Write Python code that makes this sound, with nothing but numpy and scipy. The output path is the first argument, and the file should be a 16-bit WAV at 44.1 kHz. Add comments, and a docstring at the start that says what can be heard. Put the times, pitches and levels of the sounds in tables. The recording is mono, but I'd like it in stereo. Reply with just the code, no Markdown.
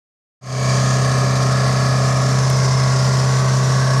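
"""A diesel box truck does a standing burnout, its engine held at the governor.
After a short silence the sound fades in: the exhaust booms at the firing rate, with a rasp of higher
crank orders on top. Gas rushes out in puffs while the spinning wheels hum and the tyres hiss and sing
on the asphalt. A little past halfway the exhaust changes colour, one faint tick follows,
and the roar holds to the end."""
import sys
import numpy as np
from scipy import signal
from scipy.fft import rfft, irfft, next_fast_len
from scipy.io import wavfile
from scipy.ndimage import uniform_filter1d, map_coordinates

SR = 44100
rng = np.random.default_rng(int(sys.argv[2]) if len(sys.argv) > 2 else 0)


def transcribe(u):
    """Save the signal u as a 16-bit wav file named by the first command-line argument.

    u: samples, shape (n,) or (channels, n), limited to [-1, 1]; the rate is SR.
    q: integer samples, one column per channel.
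    """
    v = np.clip(np.atleast_2d(u).T, -1, 1)
    q = np.round(v * 32767).astype(np.int16)
    wavfile.write(sys.argv[1], SR, q)


N = 176400
TIME_S = np.arange(N) / SR
COLOUR_CHANGE_S, COLOUR_GLIDE_S = 2.35, 0.11
RIGHT_LEAD_S = 4e-5


# Body of the exhaust, before and after the colour change: crank_order, level_db
DRONE_EARLY = [(1, -56), (2, -34.5), (3, -30), (4, -0.5), (5, -19.5), (6, -15.5), (7, -24.5), (8, -19),
               (9, -31), (10, -39.5), (11, -34), (12, -28.5), (13, -25), (14, -24.5), (15, -33.5),
               (16, -36), (17, -24), (18, -18), (19, -24.5), (20, -17.5), (21, -21.5), (22, -24),
               (23, -23.5), (24, -29)]
DRONE_LATE = [(1, -54), (2, -40), (3, -33), (4, 0.5), (5, -20.5), (6, -16.5), (7, -26.5), (8, -26),
              (9, -43), (10, -41.5), (11, -32), (12, -24), (13, -39), (14, -23), (15, -43), (16, -33.5),
              (17, -31), (18, -20.5), (19, -27), (20, -18.5), (21, -27), (22, -27), (23, -34), (24, -30)]

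def exhaust_drone(turns, level_db=-16, firing_order=4, pipe_q=17):
    """The firing note and its neighbours ring the pipe in step for a sharp attack; higher orders scatter."""
    late = crossfade(COLOUR_CHANGE_S, COLOUR_GLIDE_S)
    drone = np.zeros((2, N))
    for (order, early_db), (_, late_db) in zip(DRONE_EARLY, DRONE_LATE):
        detuning = order / firing_order - firing_order / order
        pipe_phase = -np.arctan(pipe_q * detuning) / (2 * np.pi)
        phase = pipe_phase if order < 9 else rng.random()
        gain = amp(level_db + early_db) * (1 - late) + amp(level_db + late_db) * late
        waver = 0.02 if order == firing_order else 0.16
        drone += partial(order * turns, gain, waver, phase)
    return drone


# Grit above the drone, early and late, one entry per crank order from the 25th up: level_db
RASP_EARLY = [-23, -21, -17, -30, -15, -8, -14, -6.5, -1.5, -1, -3, -11, -8.5, -2, -2.5, -11.5, -18, -6,
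              -16, -19, -26, -31, -14.5, -17, -25, -15, -16, -5, -6.5, -34, -13, -11, -16, -11, -18, -24,
              -21, -19, -20.5, -16, -40, -24, -16, -35, -31, -44, -21, -18, -15, -26]
RASP_LATE = [-42, -11, -16, -7.5, -13.5, -10, -3.5, -5.5, -5, 0.5, -5.5, -7.5, -18, -13, -7.5, -18.5, -24,
             -12, -10, -17, -34, -26, -13, -28, -28, -13.5, -19, -12.5, -15, -26, -23, -14, -17, -15.5,
             -16.5, -18, -18, -26, -16.5, -13, -16.5, -30, -32, -31, -27, -31, -27, -30, -27, -30]
# Fader ride on the rasp: time_s, gain_db
RASP_RIDE = [(0.7, -1.5), (1.2, 0.5), (1.8, 0.5), (2.6, -0.4), (3.1, 0.5), (3.55, -1), (3.95, -0.1)]

def exhaust_rasp(turns, level_db=-34):
    """High crank orders, shaped by exhaust resonances that shift at the colour change."""
    late = crossfade(COLOUR_CHANGE_S, COLOUR_GLIDE_S)
    rasp = np.zeros((2, N))
    for order, (early_db, late_db) in enumerate(zip(RASP_EARLY, RASP_LATE), start=25):
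        gain = amp(early_db) * (1 - late) + amp(late_db) * late
        rasp += partial(order * turns, gain, waver=0.26, phase=rng.random())
    return amp(level_db + curve(RASP_RIDE)) * rasp


# Revs, creeping up slightly: time_s, speed_turns_per_s
CRANK_SPEED = [(0.5, 32.1), (0.74, 32.2), (1.0, 32.42), (1.25, 32.34), (1.5, 32.36), (1.8, 32.42),
               (2.18, 32.5), (2.4, 32.68), (2.78, 32.6), (3.6, 32.62), (3.8, 32.74), (3.98, 32.76)]

def crank_turns():
    """Running count of turns of the governed crank, with a slight jitter."""
    return np.cumsum(curve(CRANK_SPEED)) / SR + 0.0004 * wobble(25)


# Rhythm of the puffs within one turn: position_turns, strength
PUFFS = [(.21, 0.96), (.38, 0.87), (.72, 1.22), (.9, 0.47)]

def gas_flow(turns, width_turns=0.073, steady_flow=0.54):
    """Four uneven puffs leave the pipe every turn, on top of a steady stream."""
    flow = steady_flow
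    for position, strength in PUFFS:
        offset = (turns - position + 0.5) % 1 - 0.5
        flow += strength * np.exp(-0.5 * (offset / width_turns) ** 2)
    return unit(flow)


# Tone of the rushing gas: frequency_hz, level_db
GAS_SPECTRUM = [(25, -28), (50, -10), (75, -3.5), (110, 0.5), (180, 3), (240, -2), (320, -8), (365, -9),
                (400, 6), (440, -2), (500, -0.5), (640, -1), (850, -6.5), (1130, -2), (1450, -7.5),
                (1900, -8), (2600, -12.5), (4000, -24), (8000, -58)]
# Its stereo width: frequency_hz, left_right_correlation
GAS_CORRELATION = [(100, 0.75), (600, 1), (1300, 0.91), (2500, 0.18), (4000, 0.59)]
# Its midrange EQ, before and after the colour change: frequency_hz, gain_db
GAS_EQ_EARLY = [(850, 0), (920, -1.5), (990, -8), (1120, 0.5), (1270, 2.5), (1400, -1), (1470, 0),
                (1570, -2), (1700, 4), (1850, 0), (2100, 1), (2350, 2.5), (2800, -1.5)]
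GAS_EQ_LATE = [(850, -0.5), (940, 1.5), (1070, 2), (1200, -5), (1330, 0), (1420, -0.5), (1600, 2.5),
               (1780, -6), (1950, 0), (2250, -1), (2800, -1.5)]

def gas_rush(flow, level_db=-28):
    """Turbulent exhaust noise, pulsed by the puffs; its colour shifts along with the rasp."""
    noise = amp(level_db) * flow * stereo_noise(GAS_SPECTRUM, GAS_CORRELATION, ENGINE_PAN)
    early = filtered(noise, lambda hz: amp(along(GAS_EQ_EARLY, hz)))
    late = filtered(noise, lambda hz: amp(along(GAS_EQ_LATE, hz)))
    return early + (late - early) * crossfade(COLOUR_CHANGE_S, COLOUR_GLIDE_S)


# Passing peaks in the rasp and gas: start_s, end_s, centre_hz, width_hz, boost_db
RESONANCES = [(0.3, 0.78, 2290, 130, 8.5), (0.3, 1.25, 1760, 110, 3), (1.1, 1.45, 2330, 120, 2.5),
              (1.565, 1.882, 2000, 100, 6), (1.51, 1.8, 1350, 110, 3.5), (2.284, 2.877, 1650, 70, 4.5),
              (2.52, 2.92, 2100, 100, 7), (2.86, 3.25, 1412, 60, 4.5), (2.899, 3.85, 1920, 70, 5.5),
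              (3.3, 4.303, 1526, 60, 7), (3.73, 4.3, 1660, 110, 9.5), (3.25, 4.298, 1152, 80, 3)]

def add_resonances(roar, glide_s=0.18):
    """Narrow resonances come and go in the roar."""
    ringing = np.zeros((2, N))
    for start_s, end_s, centre_hz, width_hz, boost_db in RESONANCES:
        swell = crossfade(start_s, glide_s) - crossfade(end_s, glide_s)
        band = filtered(roar, lambda hz: peak(hz, centre_hz, width_hz))
        ringing += (amp(boost_db) - 1) * swell * band
    return roar + ringing


# Tone of the broad tyre hiss: frequency_hz, level_db
HISS_SPECTRUM = [(1500, -22), (2500, -6.5), (3100, -6.5), (4000, -1.5), (5000, 2), (6500, 1.5),
                 (7300, -4.5), (8300, -5.5), (9800, -11.5), (11000, -19), (11700, -17), (13000, -30),
                 (14500, -46)]
# Its stereo width: frequency_hz, left_right_correlation
HISS_CORRELATION = [(2500, 0.4), (6000, 0.49), (9000, 0.16), (12000, 0.0)]
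# Its pan: frequency_hz, left_minus_right_db
HISS_PAN = [(2000, -18), (3100, -6), (4000, -2), (5200, 1.5), (6500, -0.5), (7500, -6), (9500, -6.5),
            (11000, -21), (13000, -15)]

def tyres(turns, flow, hiss_db=-28, flutter_db=0.97):
    """Rubber hisses and sings on the asphalt, fluttering and surging with every turn of the engine."""
    hiss = amp(hiss_db) * stereo_noise(HISS_SPECTRUM, HISS_CORRELATION, HISS_PAN)
    rubber = hiss + rubber_singing()
    flutter = amp(flutter_db * wobble(110))
    surge = 1 + 0.062 * np.cos(2 * np.pi * turns)
    return rubber * flutter * surge * flow ** 0.11


# Whistling bands in the hiss: start_s, end_s, pitch_hz, width_hz, level_db, left_minus_right_db
SINGING_BANDS = [(0.37, 1.03, 6600, 800, -32, 9), (0.4, 0.8, 4700, 250, -38, 10),
                 (0.4, 1.05, 3160, 450, -42, 7), (0.37, 2.01, 4680, 420, -35.5, -10),
                 (0.4, 1.5, 6130, 400, -39, -2), (1.05, 1.42, 6400, 550, -37, 4),
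                 (1.36, 2.42, 5270, 420, -37, 18), (1.94, 2.9, 5400, 260, -37, 14),
                 (2.5, 2.8, 5700, 450, -35, 15), (2.45, 3.28, 5240, 310, -33, 9),
                 (0.62, 0.97, 4660, 300, -39, -1), (0.4, 1.89, 8270, 350, -44, -16),
                 (2.45, 3.32, 4700, 330, -39, 8), (2.04, 3.8, 5910, 170, -38, -12),
                 (2.3, 2.95, 6400, 270, -39, -6), (2.8, 4.2, 5600, 350, -39.5, -4),
                 (1.997, 3.75, 7100, 270, -38.5, -14), (3.6, 4.8, 5500, 150, -35.5, 12)]

def rubber_singing(glide_s=0.12):
    """Slipping rubber sings in narrow bands of noise that swell and die away."""
    singing = np.zeros((2, N))
    for start_s, end_s, pitch_hz, width_hz, level_db, pan_db in SINGING_BANDS:
        band = filtered(rng.standard_normal(N), lambda hz: peak(hz, pitch_hz, width_hz) * right_lead(hz))
        panned = unit(band * amp([[pan_db / 2], [-pan_db / 2]]))
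        swell = crossfade(start_s, glide_s) * (1 - crossfade(end_s, glide_s))
        singing += amp(level_db) * swell * panned
    return singing


def wheel_hum(pitch_hz=80.8, level_db=-38):
    """The spinning wheels hum unsteadily under the firing note."""
    return partial(pitch_hz * TIME_S, amp(level_db), waver=0.076, phase=rng.random())


def grit_tick(start_s=2.5, level_db=-17, t60_s=0.016):
    """A small bright tick, perhaps grit flung by a tyre."""
    age_s = TIME_S - start_s
    decay = amp(level_db - 60 * np.abs(age_s) / t60_s) * (age_s > 0)
    burst = decay * rng.standard_normal((2, N))
    return filtered(burst, lambda hz: peak(hz, centre_hz=7000, width_hz=8500))


# Pan of the exhaust and the wheel hum: frequency_hz, left_minus_right_db
ENGINE_PAN = [(130, -2.5), (350, -2.5), (700, -1.5), (1200, 0.5), (2000, 2), (3000, -4.5)]

def partial(cycles, gain, waver, phase, spread_s=6.4e-5):
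    """One stereo tone following a running count of cycles, wavering in level and phase."""
    mean_hz = cycles[-1] * SR / N
    drift = 1 + waver * (wobble(13) + 1j * wobble(13))
    tone = gain * drift * np.exp(2j * np.pi * (cycles + phase))
    lag_rad = np.pi * mean_hz * (RIGHT_LEAD_S + spread_s * rng.normal())
    sides = pan_gains(ENGINE_PAN, mean_hz) * np.exp([-1j * lag_rad, 1j * lag_rad])
    return np.real(sides[:, None] * tone) * np.sqrt(2 / (1 + 2 * waver ** 2))


def stereo_noise(spectrum, correlation, pan, patchy_db=1):
    """Shaped noise of rms 1, with patches of random gain across time and frequency."""
    def mid_side_gains(hz):
        angle = np.arccos(np.clip(along(correlation, hz), -1, 1)) / 2
        return amp(along(spectrum, hz)) * [np.cos(angle), np.sin(angle)]

    bins = signal.stft(rng.standard_normal((2, N)), nperseg=512)[2]
    patches = uniform_filter1d(rng.standard_normal(bins.shape[1:]), size=5, axis=0)
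    patches = uniform_filter1d(patches, size=18, axis=1)
    noise = signal.istft(bins * amp(patchy_db * unit(patches)), nperseg=512)[1][:, :N]
    mid, side = filtered(noise, mid_side_gains)
    left_right = np.array([mid + side, mid - side])
    return unit(filtered(left_right, lambda hz: pan_gains(pan, hz) * right_lead(hz)))


def pan_gains(pan, hz):
    """Left and right gains at constant power."""
    pan_db = along(pan, hz)
    gains = amp([pan_db / 2, -pan_db / 2])
    return gains / np.sqrt(np.mean(gains ** 2, axis=0))


def right_lead(hz):
    """The sound reaches the right side a moment before the left."""
    return np.exp(1j * np.pi * RIGHT_LEAD_S * np.array([-hz, hz]))


def peak(hz, centre_hz, width_hz):
    """The gain of one resonance, 1 at its centre."""
    return 1 / (1 + ((hz - centre_hz) / width_hz) ** 2) ** 2


def filtered(x, response):
    """Pass x through a frequency response."""
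    size = next_fast_len(N + SR // 2)
    return irfft(rfft(x, size) * response(np.fft.rfftfreq(size, 1 / SR)), size)[..., :N]


def crossfade(centre_s, glide_s):
    """A smooth step from 0 to 1."""
    return 0.5 + 0.5 * np.tanh(2 * (TIME_S - centre_s) / glide_s)


def wobble(knots_per_s):
    """A smooth random curve."""
    times_s = np.linspace(0, N / SR, 2001)
    values = map_coordinates(rng.standard_normal(1024), [times_s * knots_per_s], mode="wrap")
    return curve(np.c_[times_s, values])


def curve(points):
    """Read (time_s, value) points at every sample."""
    return np.interp(TIME_S, *np.transpose(points))


def along(points, hz):
    """Read (frequency_hz, value) points on a log axis."""
    points_hz, values = np.transpose(points)
    return np.interp(np.log(hz + 1), np.log(points_hz + 1), values)


def amp(db):
    """Decibels to gain."""
    return 10 ** (np.asarray(db) / 20)


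def unit(x):
    """Scale to rms 1."""
    return x / np.sqrt(np.mean(x ** 2) + 1e-20)


def scene():
    """One crank drives the exhaust and pulses the tyres; the hum and the tick sit underneath."""
    turns = crank_turns()
    flow = gas_flow(turns)
    drone = exhaust_drone(turns)
    rasp = exhaust_rasp(turns) * flow ** 0.18  # throbs lightly with the puffs
    roar = add_resonances(rasp + gas_rush(flow))
    return drone + roar + wheel_hum() + grit_tick() + tyres(turns, flow)


def record(dry):
    """Fade in from silence and cut the very top of the treble."""
    start_s, fade_s, top_hz = 0.41, 0.29, 14600
    fade = np.clip((TIME_S - start_s) / fade_s, 0, 1) ** 1.015
    return filtered(dry * fade, lambda hz: hz < top_hz)


dry = scene()
out = record(dry)
transcribe(out)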